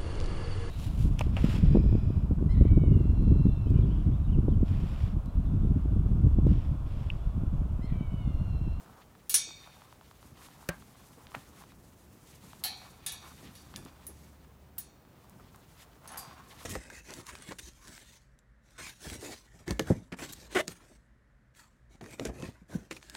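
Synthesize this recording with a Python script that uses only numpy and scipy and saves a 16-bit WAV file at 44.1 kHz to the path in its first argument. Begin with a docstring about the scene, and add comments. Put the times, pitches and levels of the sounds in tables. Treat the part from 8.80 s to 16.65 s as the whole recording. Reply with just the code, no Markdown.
"""Cloth rubs over a low outdoor rumble, then wires clink: a puppy tugs a towel beside a wire pen.
The towel's loops catch and slip, teeth tick in it and paws thud on the turf; cloth, claws and wire snap.
Each bump rings the pen's wires and mesh in a short chatter; its frame takes a loud knock and a faint one.
Near the end the towel scrapes over the hollow top rail. A far engine drones underneath."""
import sys
import numpy as np
from scipy import signal
from scipy.fft import rfft, irfft, next_fast_len
from scipy.io import wavfile

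SR = 44100
rng = np.random.default_rng(int(sys.argv[2]) if len(sys.argv) > 2 else 0)


def store_pcm(level_fs):
    """Save levels as 16-bit WAV."""
    pcm = np.round(np.clip(level_fs, -1, 1) * 32767).astype(np.int16)
    wavfile.write(sys.argv[1], SR, np.atleast_2d(pcm).T)


N = 346185


def from_db(db):
    return 10 ** (np.asarray(db) / 20)


def unit_rms(x):
    return x / np.sqrt(np.mean(x ** 2) + 1e-20)


def in_time(rows):
    """Columns of a time curve at every sample."""
    times_s, *columns = np.transpose(rows)
    return [np.interp(np.arange(N) / SR, times_s, column) for column in columns]


def at_hz(points, hz):
    """Interpolate on a log-frequency axis."""
    points_hz, values = np.transpose(points)
    return np.interp(np.log(np.maximum(hz, 1)), np.log(points_hz), values)


def band(x, low_hz, high_hz, order=2):
    return signal.sosfilt(signal.butter(order, [low_hz, high_hz], "band", fs=SR, output="sos"), x)


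def band_noise(samples, low_hz, high_hz, order=2):
    return unit_rms(band(rng.standard_normal(samples), low_hz, high_hz, order))


def colour(x, spectrum):
    """Shape a noise by a spectrum; rms 1."""
    size = next_fast_len(N)
    gain = from_db(at_hz(spectrum, np.fft.rfftfreq(size, 1 / SR)))
    return unit_rms(irfft(rfft(x, size) * gain, size)[:N])


def drift(per_s):
    """Slow random wander; rms 1."""
    knots = rng.standard_normal(2000)
    return unit_rms(np.interp(np.arange(N) / SR * per_s, np.arange(len(knots)), knots))


def add(out, start_s, sound):
    start = round(start_s * SR)
    out[start:start + len(sound)] += sound[:N - start]


def fade(t, t60_s):
    return np.exp(-np.log(1000) * t / t60_s)


# Each row: frequency in Hz, relative density in dB.
AIR_SPECTRUM = [(20, -4.5), (35, -0.5), (55, 2), (80, -1), (130, 0), (200, -4.5), (300, -8), (500, -11),
                (1000, -15), (2000, -23), (4000, -31), (9000, -33.5), (16000, -33)]
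# Each row: time in seconds, relative level in dB.
RUMBLE_LEVELS = [(0, -58), (0.8, -75), (1.8, -60), (2.7, -60.5), (4.3, -60), (5.15, -53.5), (5.45, -60),
                 (7.05, -63), (7.45, -55), (7.85, -66)]
# Each row: time in seconds, rms level in dB.
ENGINE_LEVELS = [(0, -76.5), (4.8, -64.5), (5.3, -58.5), (5.9, -60.5), (6.3, -76), (7.85, -63.5)]


def outdoors(air_db=-59, rumble_gain_db=-2, engine_hz=72.6, whine_db=-78, whine_hz=15050):
    """Steady air, a swelling far rumble, a distant engine and a faint high whine."""
    air = from_db(air_db) * colour(rng.standard_normal(N), AIR_SPECTRUM)
    rumble_db = in_time(RUMBLE_LEVELS)[0] + rumble_gain_db + 2.8 * drift(9)
    rumble = from_db(rumble_db) * band_noise(N, 33, 230)
    cycles = np.cumsum(engine_hz * (1 + 0.02 * drift(5))) / SR
    engine = from_db(in_time(ENGINE_LEVELS)[0]) * np.sqrt(2) * np.sin(2 * np.pi * cycles)
    whine = from_db(whine_db) * band_noise(N, whine_hz - 120, whine_hz + 120, order=1)
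    return air + rumble + engine + whine


# Each row: start in seconds, peak in dB, pitch in Hz.
PAW_STEPS = [(0.668, -47.5, 294), (1.514, -43, 91), (1.445, -48.5, 131), (2.006, -48.5, 125),
             (2.371, -47, 350), (2.56, -39.5, 161), (3.635, -47, 170), (4.626, -47.5, 328),
             (4.956, -46, 162), (5.052, -41.5, 228), (5.285, -46.5, 279), (6.632, -50, 170),
             (7.47, -45.5, 128)]


def paws(rise_s=0.0064):
    """Soft pushes on the turf, each a low thud of noise."""
    out, t = np.zeros(N), np.arange(SR // 5) / SR
    for start_s, peak_db, hz in PAW_STEPS:
        push = rng.standard_normal(len(t)) * t * np.exp(-t / rise_s)
        thud = band(push, hz / 1.85, hz * 1.57)
        add(out, start_s, from_db(peak_db) * thud / np.abs(thud).max())
    return out


# Each row: time in seconds, level in dB, brightness in dB.
TOWEL_SLIDING = [(0, -75.5, 7.5), (0.4, -76, 2.5), (0.9, -64, -3), (1.3, -72, 3), (2.0, -69.5, 4.5),
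                 (2.65, -66, -0.5), (3.08, -77.5, 7.5), (3.4, -71.5, 6), (3.7, -63.5, 2), (4.2, -67, -1.5),
                 (4.62, -64.5, 3), (5.15, -68.5, -1.5), (5.45, -70, 4), (5.75, -77.5, -2),
                 (6.25, -81, -5.5), (6.42, -70.5, -3), (7.15, -70.5, -2.5), (7.85, -68, -6)]
# Each row: peak time in seconds, width at half height in seconds, level in dB, brightness in dB.
TOWEL_STROKES = [(0.115, 0.43, -70, -15.5), (1.47, 0.074, -66, -1), (1.646, 0.07, -58.5, 0),
                 (1.812, 0.22, -63, -7), (2.234, 0.043, -67.5, -3), (2.393, 0.047, -71, -14),
                 (2.58, 0.13, -60, -3.5), (2.811, 0.062, -56.5, -1.5), (4.063, 0.26, -64, -1),
                 (4.484, 0.092, -59.5, -5), (4.71, 0.13, -67.5, -6), (5, .14, -64, -4.5),
                 (6.59, 0.076, -73.5, -13), (6.927, 0.1, -72.5, 7), (7.026, 0.049, -57, 0.5),
                 (7.309, 0.063, -58.5, -5.5), (7.528, 0.19, -62.5, -12), (7.717, 0.11, -63.5, -3),
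                 (7.835, 0.15, -57.5, -1)]


def cloth_motion(lean, rise_share=0.68):
    """Gain of steady sliding plus quick tugs; lean is negative for a dull layer, positive for a bright."""
    t = np.arange(N) / SR
    slide_db, slide_bright_db = in_time(TOWEL_SLIDING)
    power = from_db(slide_db + lean * slide_bright_db) ** 2
    for peak_s, width_s, level_db, bright_db in TOWEL_STROKES:
        start_s = peak_s - 2 * rise_share * width_s
        swell = np.interp(t, [start_s, peak_s, start_s + 2 * width_s], [0, 1, 0])
        power += (from_db(level_db + lean * bright_db) * swell) ** 2
    return np.sqrt(power)


def friction(spectrum, grains_per_s, flutter_db, smooth_gain=0.98):
    """Loops of cloth catch and slip: uneven grains over a smooth hiss."""
    grains = (rng.random(N) < grains_per_s / SR) * rng.standard_normal(N)
    texture = unit_rms(grains) + smooth_gain * rng.standard_normal(N)
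    return colour(texture * from_db(flutter_db * drift(45)), spectrum)


# The towel's three layers. Each row: frequency in Hz, relative density in dB.
RUB_SPECTRUM = [(150, -16.5), (350, -11), (550, -6.5), (800, 0), (1150, 1.5), (1500, -5), (2200, -18.5),
                (4000, -25.5)]
BRUSH_SPECTRUM = [(900, -19), (1800, 3), (2500, 1), (3900, 0.5), (5500, -7), (9000, -22)]
HISS_SPECTRUM = [(3500, -4.5), (6500, 0.5), (10000, -1), (13000, -2.5), (16000, -16)]


def towel(brush_gain_db=-1):
    """Cloth drags over itself, fur and the rail: pressed hard it rubs dully, sliding lightly it hisses."""
    rub = cloth_motion(-0.81) * friction(RUB_SPECTRUM, grains_per_s=800, flutter_db=4, smooth_gain=0.75)
    brush = cloth_motion(0) * friction(BRUSH_SPECTRUM, grains_per_s=2000, flutter_db=3.5)
    hiss = cloth_motion(1) * friction(HISS_SPECTRUM, grains_per_s=6500, flutter_db=2)
    return rub + from_db(brush_gain_db) * brush + hiss


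# Each row: time in seconds, rms level in dB.
SCRAPE_LEVELS = [(7.265, -89.5), (7.295, -54), (7.36, -49), (7.46, -56.5), (7.53, -57.5), (7.62, -58),
                 (7.72, -66.5), (7.85, -76)]
# Each row: centre in Hz, bandwidth in Hz, relative level in dB.
RAIL_RESONANCES = [(746, 78, -8), (940, 90, -11), (1089, 57, 1), (1290, 110, -8.5), (1468, 79, -10.5)]


def rail_scrape(slips_per_s=1500, flutter_db=2):
    """Dense slips of the towel keep the hollow top rail ringing."""
    slips = (rng.random(N) < slips_per_s / SR) * rng.standard_normal(N)
    slips = slips * from_db(flutter_db * drift(35)) + 1e-18
    rail = sum(from_db(db) * unit_rms(band(slips, hz - width_hz / 2, hz + width_hz / 2, order=1))
               for hz, width_hz, db in RAIL_RESONANCES)
    return from_db(in_time(SCRAPE_LEVELS)[0]) * unit_rms(rail)


# Each row: start in seconds, relative level in dB.
TOOTH_TICKS = [(0.352, -50), (0.69, -49), (0.707, -46.5), (0.873, -45), (1.019, -46), (1.126, -45),
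               (1.211, -47.5), (1.312, -46), (1.428, -47.5), (1.686, -46.5), (2.023, -48.5), (2.518, -46),
               (2.838, -45.5), (2.92, -50), (3.732, -42), (4.017, -45.5), (4.94, -41), (5.061, -46.5),
               (5.982, -48.5), (6.746, -49), (7.257, -46)]


def tooth_ticks(gain_db=1, start_hz=1880, end_hz=510, click_db=-2, scatter_db=-23,
                faint_per_s=2, faint_db=-55.5):
    """Teeth work the cloth: a tiny click, a fast fall in pitch, a scatter. Faint ticks come at random."""
    out, t = np.zeros(N), np.arange(SR // 10) / SR
    faint = [(i / SR, faint_db) for i in np.flatnonzero(rng.random(N) < faint_per_s / SR)]
    click = band(signal.unit_impulse(len(t)), 2060, 4000)
    click *= from_db(click_db) / np.abs(click).max()
    for start_s, level_db in list(TOOTH_TICKS) + faint:
        glide_s, rise_s = np.array([0.0016, 0.001]) * np.exp(0.15 * rng.standard_normal(2))
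        hz = end_hz + (start_hz - end_hz) * np.exp(-t / glide_s)
        envelope = t / rise_s * np.exp(1 - t / rise_s)
        tone = np.sin(2 * np.pi * np.cumsum(hz) / SR) * envelope
        scatter = from_db(scatter_db) * band_noise(len(t), 700, 4000, order=1) * fade(t, t60_s=0.065)
        add(out, start_s, from_db(level_db + gain_db) * (tone + click + scatter))
    return out


# Each row: start in seconds, peak in dB, centre in Hz.
SHARP_SNAPS = [(2.4694, -37, 2580), (2.5454, -32, 1390), (2.548, -25.5, 810), (2.5498, -24, 1670),
               (4.961, -23, 4380), (5.051, -34.5, 7000), (6.4967, -37.5, 10000), (6.76, -39, 9800)]


def snaps(edge_ratio=1.68, tail_db=-33, tail_t60_s=0.054):
    """Sharp, heavily damped snaps of taut cloth, claws and struck pen wire, with a faint scatter."""
    out, t = np.zeros(N), np.arange(SR // 10) / SR
    for start_s, peak_db, hz in SHARP_SNAPS:
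        push = from_db(tail_db) * np.sqrt(hz / 10000) * rng.standard_normal(len(t)) * fade(t, tail_t60_s)
        push[0] = 1
        snap = band(push, hz / edge_ratio, hz * edge_ratio, order=3)
        add(out, start_s, from_db(peak_db) * snap / np.abs(snap).max())
    return out


# Each row: start in seconds, crack in dB, panel rattle in dB, frame ring in dB.
FRAME_KNOCKS = [(1.8879, -24.5, -40.5, -26.5), (2.55, -47, -49, -56)]
# Each row: frequency in Hz, relative level in dB, t60 in seconds.
FRAME_MODES = [(107, 9, 0.0093), (170, -5, 0.14), (340, -8, 0.063), (561, -7, 0.07), (592, -9, 0.12),
               (1130, -28, 0.092), (1540, -4.5, 0.05), (1593, -14, 0.21), (1860, -9, 0.047),
               (2350, -4, 0.02)]


def frame_knocks(crack_rise_s=0.00096, frame_lag_s=0.00227):
    """A bright crack, then the heavy frame swings and its panel rattles."""
    out, t = np.zeros(N), np.arange(SR // 2) / SR
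    hz, mode_db, t60_s = np.transpose(FRAME_MODES)
    modes = np.sin(2 * np.pi * np.outer(hz, t)) * fade(t, t60_s[:, None])
    for start_s, crack_db, rattle_db, frame_db in FRAME_KNOCKS:
        attack = 1 - np.exp(-t / crack_rise_s)
        crack = band_noise(len(t), 1000, 13000, order=1) * attack * fade(t, t60_s=0.023)
        rattle = band_noise(len(t), 520, 1800) * fade(t, t60_s=0.22)
        frame = (from_db(mode_db) * rng.choice([-1, 1], len(hz))) @ modes
        add(out, start_s, from_db(crack_db) * crack + from_db(rattle_db) * rattle)
        add(out, start_s + frame_lag_s, from_db(frame_db) * frame)
    return out


def ringing(hz, t60_s, t):
    """One decaying sine per mode, at random phase."""
    phase = rng.random((len(hz), 1))
    return np.sin(2 * np.pi * (np.outer(hz, t) + phase)) * fade(t, t60_s[:, None])


def wires(centre_hz, t, spread, t60_cycles, count=20):
    """Nearly equal wires clash: a cluster of modes, strongest in the middle."""
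    place = 2 * (np.arange(count) + rng.random(count)) / count - 1
    hz = centre_hz * (1 + spread * place)
    return np.cos(np.pi / 2 * place) @ ringing(hz, t60_cycles / hz, t) * np.sqrt(2 / count)


def metal_crack(t, t60_s=0.016, click_db=9):
    """Metal meets metal: a click and a brief bright burst."""
    contact = rng.standard_normal(len(t)) * fade(t, t60_s)
    contact[0] += from_db(click_db)
    return band(contact, 4467, 16000, order=1)


def chatter(t, decay_s, bounces_per_s=1200, bounce_gain=0.26):
    """A first contact and a dying run of bounces; unit energy."""
    bounces = (rng.random(len(t)) < bounces_per_s / SR) * rng.choice([-1, 1], len(t))
    touches = bounces * bounce_gain * np.exp(-t / decay_s)
    touches[0] = 1
    return touches / np.sqrt(np.sum(touches ** 2))


# Each row: frequency in Hz, t60 in seconds.
MESH_RING_TIMES = [(400, 0.43), (1500, 0.28), (3000, 0.33), (5000, 0.26), (8000, 0.2), (11000, 0.16),
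                   (16000, 0.031)]
# Each row: frequency in Hz, relative level in dB, t60 in seconds.
STRONG_PEN_MODES = [(1738, 3, 0.28), (2254, -6, 0.99), (2446, -6.5, 1.0), (2570, -11, 1),
                    (2824, -0.5, 0.18), (3380, -0.5, 0.45), (3696, -3, 0.86), (4290, -9, 0.63),
                    (4350, -7.5, 0.82), (4540, -6, 0.75), (4770, -10.5, 0.79), (5540, -4, 0.29),
                    (5760, -5.5, 0.7), (6520, -5.5, 0.47), (7130, -11.5, 0.55), (8150, -9.5, 0.49),
                    (7900, -1.5, 0.22), (9200, 4.5, 0.2), (9910, 8, .17), (10980, 4.5, 0.119),
                    (11630, -0.5, 0.14), (15500, -12.5, .09)]
# Harder blows clash more unlike wires. Each row: blow level in dB, pitch spread as a fraction.
LONG_WIRE_SPREAD = [(-39.5, 0.01), (-37, .14)]
# Each row: start in seconds, level in dB, low, middle and top register gains in dB, crack gain in dB,
# chatter decay in seconds, long wires' pitch in Hz and gain in dB, short wires' pitch in Hz and gain in dB.
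PEN_BLOWS = [(0.495, -26.5, -17.5, -6.5, 6, -11, 0.017, 4600, -18, 12300, -10),
             (0.542, -16.5, -17, -8.5, 1, 2.5, .0007, 5940, -4, 9720, 7.5),
             (3.838, -37.5, 2.5, 4.5, 15, 9, 0.016, 4240, 10.5, 11400, 12),
             (4.2632, -32.5, -6.5, -2, 0.5, 6, 0.0068, 3750, -3, 9540, 3.5),
             (4.32, -44, -3.5, -10, 9, 2, 0.0082, 5850, -3, 11100, 9.5),
             (4.7526, -53, -8, 2.5, 0, 2, 0.0067, 4580, 0, 11000, -3),
             (4.961, -47, 0.5, -7, 2, 2, 0.0015, 3520, -3, 9440, 1),
             (5.2672, -46.5, -9, -13, 12, 4, .002, 9900, 2.5, 10900, 12),
             (5.9816, -38.5, -15, -11, 8, 3, 0.0024, 9540, -2, 14800, 13),
             (7.2758, -47, 1, -10, -6, 7.5, .013, 6440, -4, 10000, -5),
             (7.318, -56, 11, 1, 6, -6, 0.0048, 3000, -6, 10300, 12),
             (7.3738, -38, -12, -8, -2, -9, 0.023, 4820, -3, 12100, 5)]


def pen_clinks(strong_db=-23.5, wires_db=-4, vary_db=2, panel_hz=800, mesh_count=700):
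    """Each blow rings the struck wires, the pen's strong modes and the welded mesh's dense weak modes."""
    out, t = np.zeros(N), np.arange(round(0.7 * SR)) / SR
    mesh_hz = 400 + 15600 * ((np.arange(mesh_count) + rng.random(mesh_count)) / mesh_count) ** 1.4
    mesh_t60_s = at_hz(MESH_RING_TIMES, mesh_hz) * np.exp(0.071 * rng.standard_normal(mesh_count))
    mesh_modes = ringing(mesh_hz, mesh_t60_s, t)
    # Near-equal panels split each strong mode into seven that beat.
    hz, mode_db, t60_s = np.repeat(STRONG_PEN_MODES, 7, axis=0).T
    strong_modes = ringing(hz * (1 + 0.015 * rng.standard_normal(len(hz))), t60_s, t)
    for (start_s, level_db, low_db, middle_db, top_db, crack_db, chatter_s,
         long_hz, long_db, short_hz, short_db) in PEN_BLOWS:
        # Where and how hard the pen is hit decides which register speaks.
        register = [(400, low_db - 11), (1500, low_db), (3600, middle_db),
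                    (6500, middle_db / 2 + 3), (9500, 0), (13000, top_db)]
        mesh_gains = from_db(at_hz(register, mesh_hz)) * rng.standard_normal(mesh_count)
        mesh = mesh_gains @ mesh_modes / np.sqrt(mesh_count)
        light_blow_lift_db = 0.04 * max(-24 - level_db, 0)
        ring_db = strong_db + light_blow_lift_db + mode_db + at_hz(register, hz)
        ring_db += vary_db * rng.standard_normal(len(hz))
        long_spread = np.interp(level_db, *np.transpose(LONG_WIRE_SPREAD))
        long_wires = from_db(long_db) * wires(long_hz, t, long_spread, t60_cycles=1700)
        short_wires = from_db(short_db) * wires(short_hz, t, spread=0.071, t60_cycles=1200)
        # The whole panel hums under blows rich in lows.
        panel = from_db(2 * low_db - 10.5) * wires(panel_hz, t, spread=0.24, t60_cycles=540)
        ring = (from_db(ring_db) * rng.choice([-1, 1], len(hz))) @ strong_modes
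        body = mesh + ring + from_db(wires_db) * (long_wires + short_wires + panel)
        strike = body + from_db(crack_db) * metal_crack(t)
        clink = signal.fftconvolve(strike, chatter(t, chatter_s))[:len(t)]
        add(out, start_s, from_db(level_db) * clink)
    return out


def scene():
    """All sources at one close microphone."""
    impacts = pen_clinks() + snaps() + frame_knocks() + paws()
    return (impacts + towel() + rail_scrape() + outdoors() + tooth_ticks())[None]


def record(dry, low_cut_hz=41, high_cut_hz=16000):
    """The microphone sheds the deep bass; the top is cut steeply."""
    high_pass = signal.butter(4, low_cut_hz, "high", fs=SR, output="sos")
    low_pass = signal.ellip(10, 0.3, 80, high_cut_hz, fs=SR, output="sos")
    return signal.sosfilt(low_pass, signal.sosfilt(high_pass, dry))


dry = scene()
out = record(dry)
store_pcm(out)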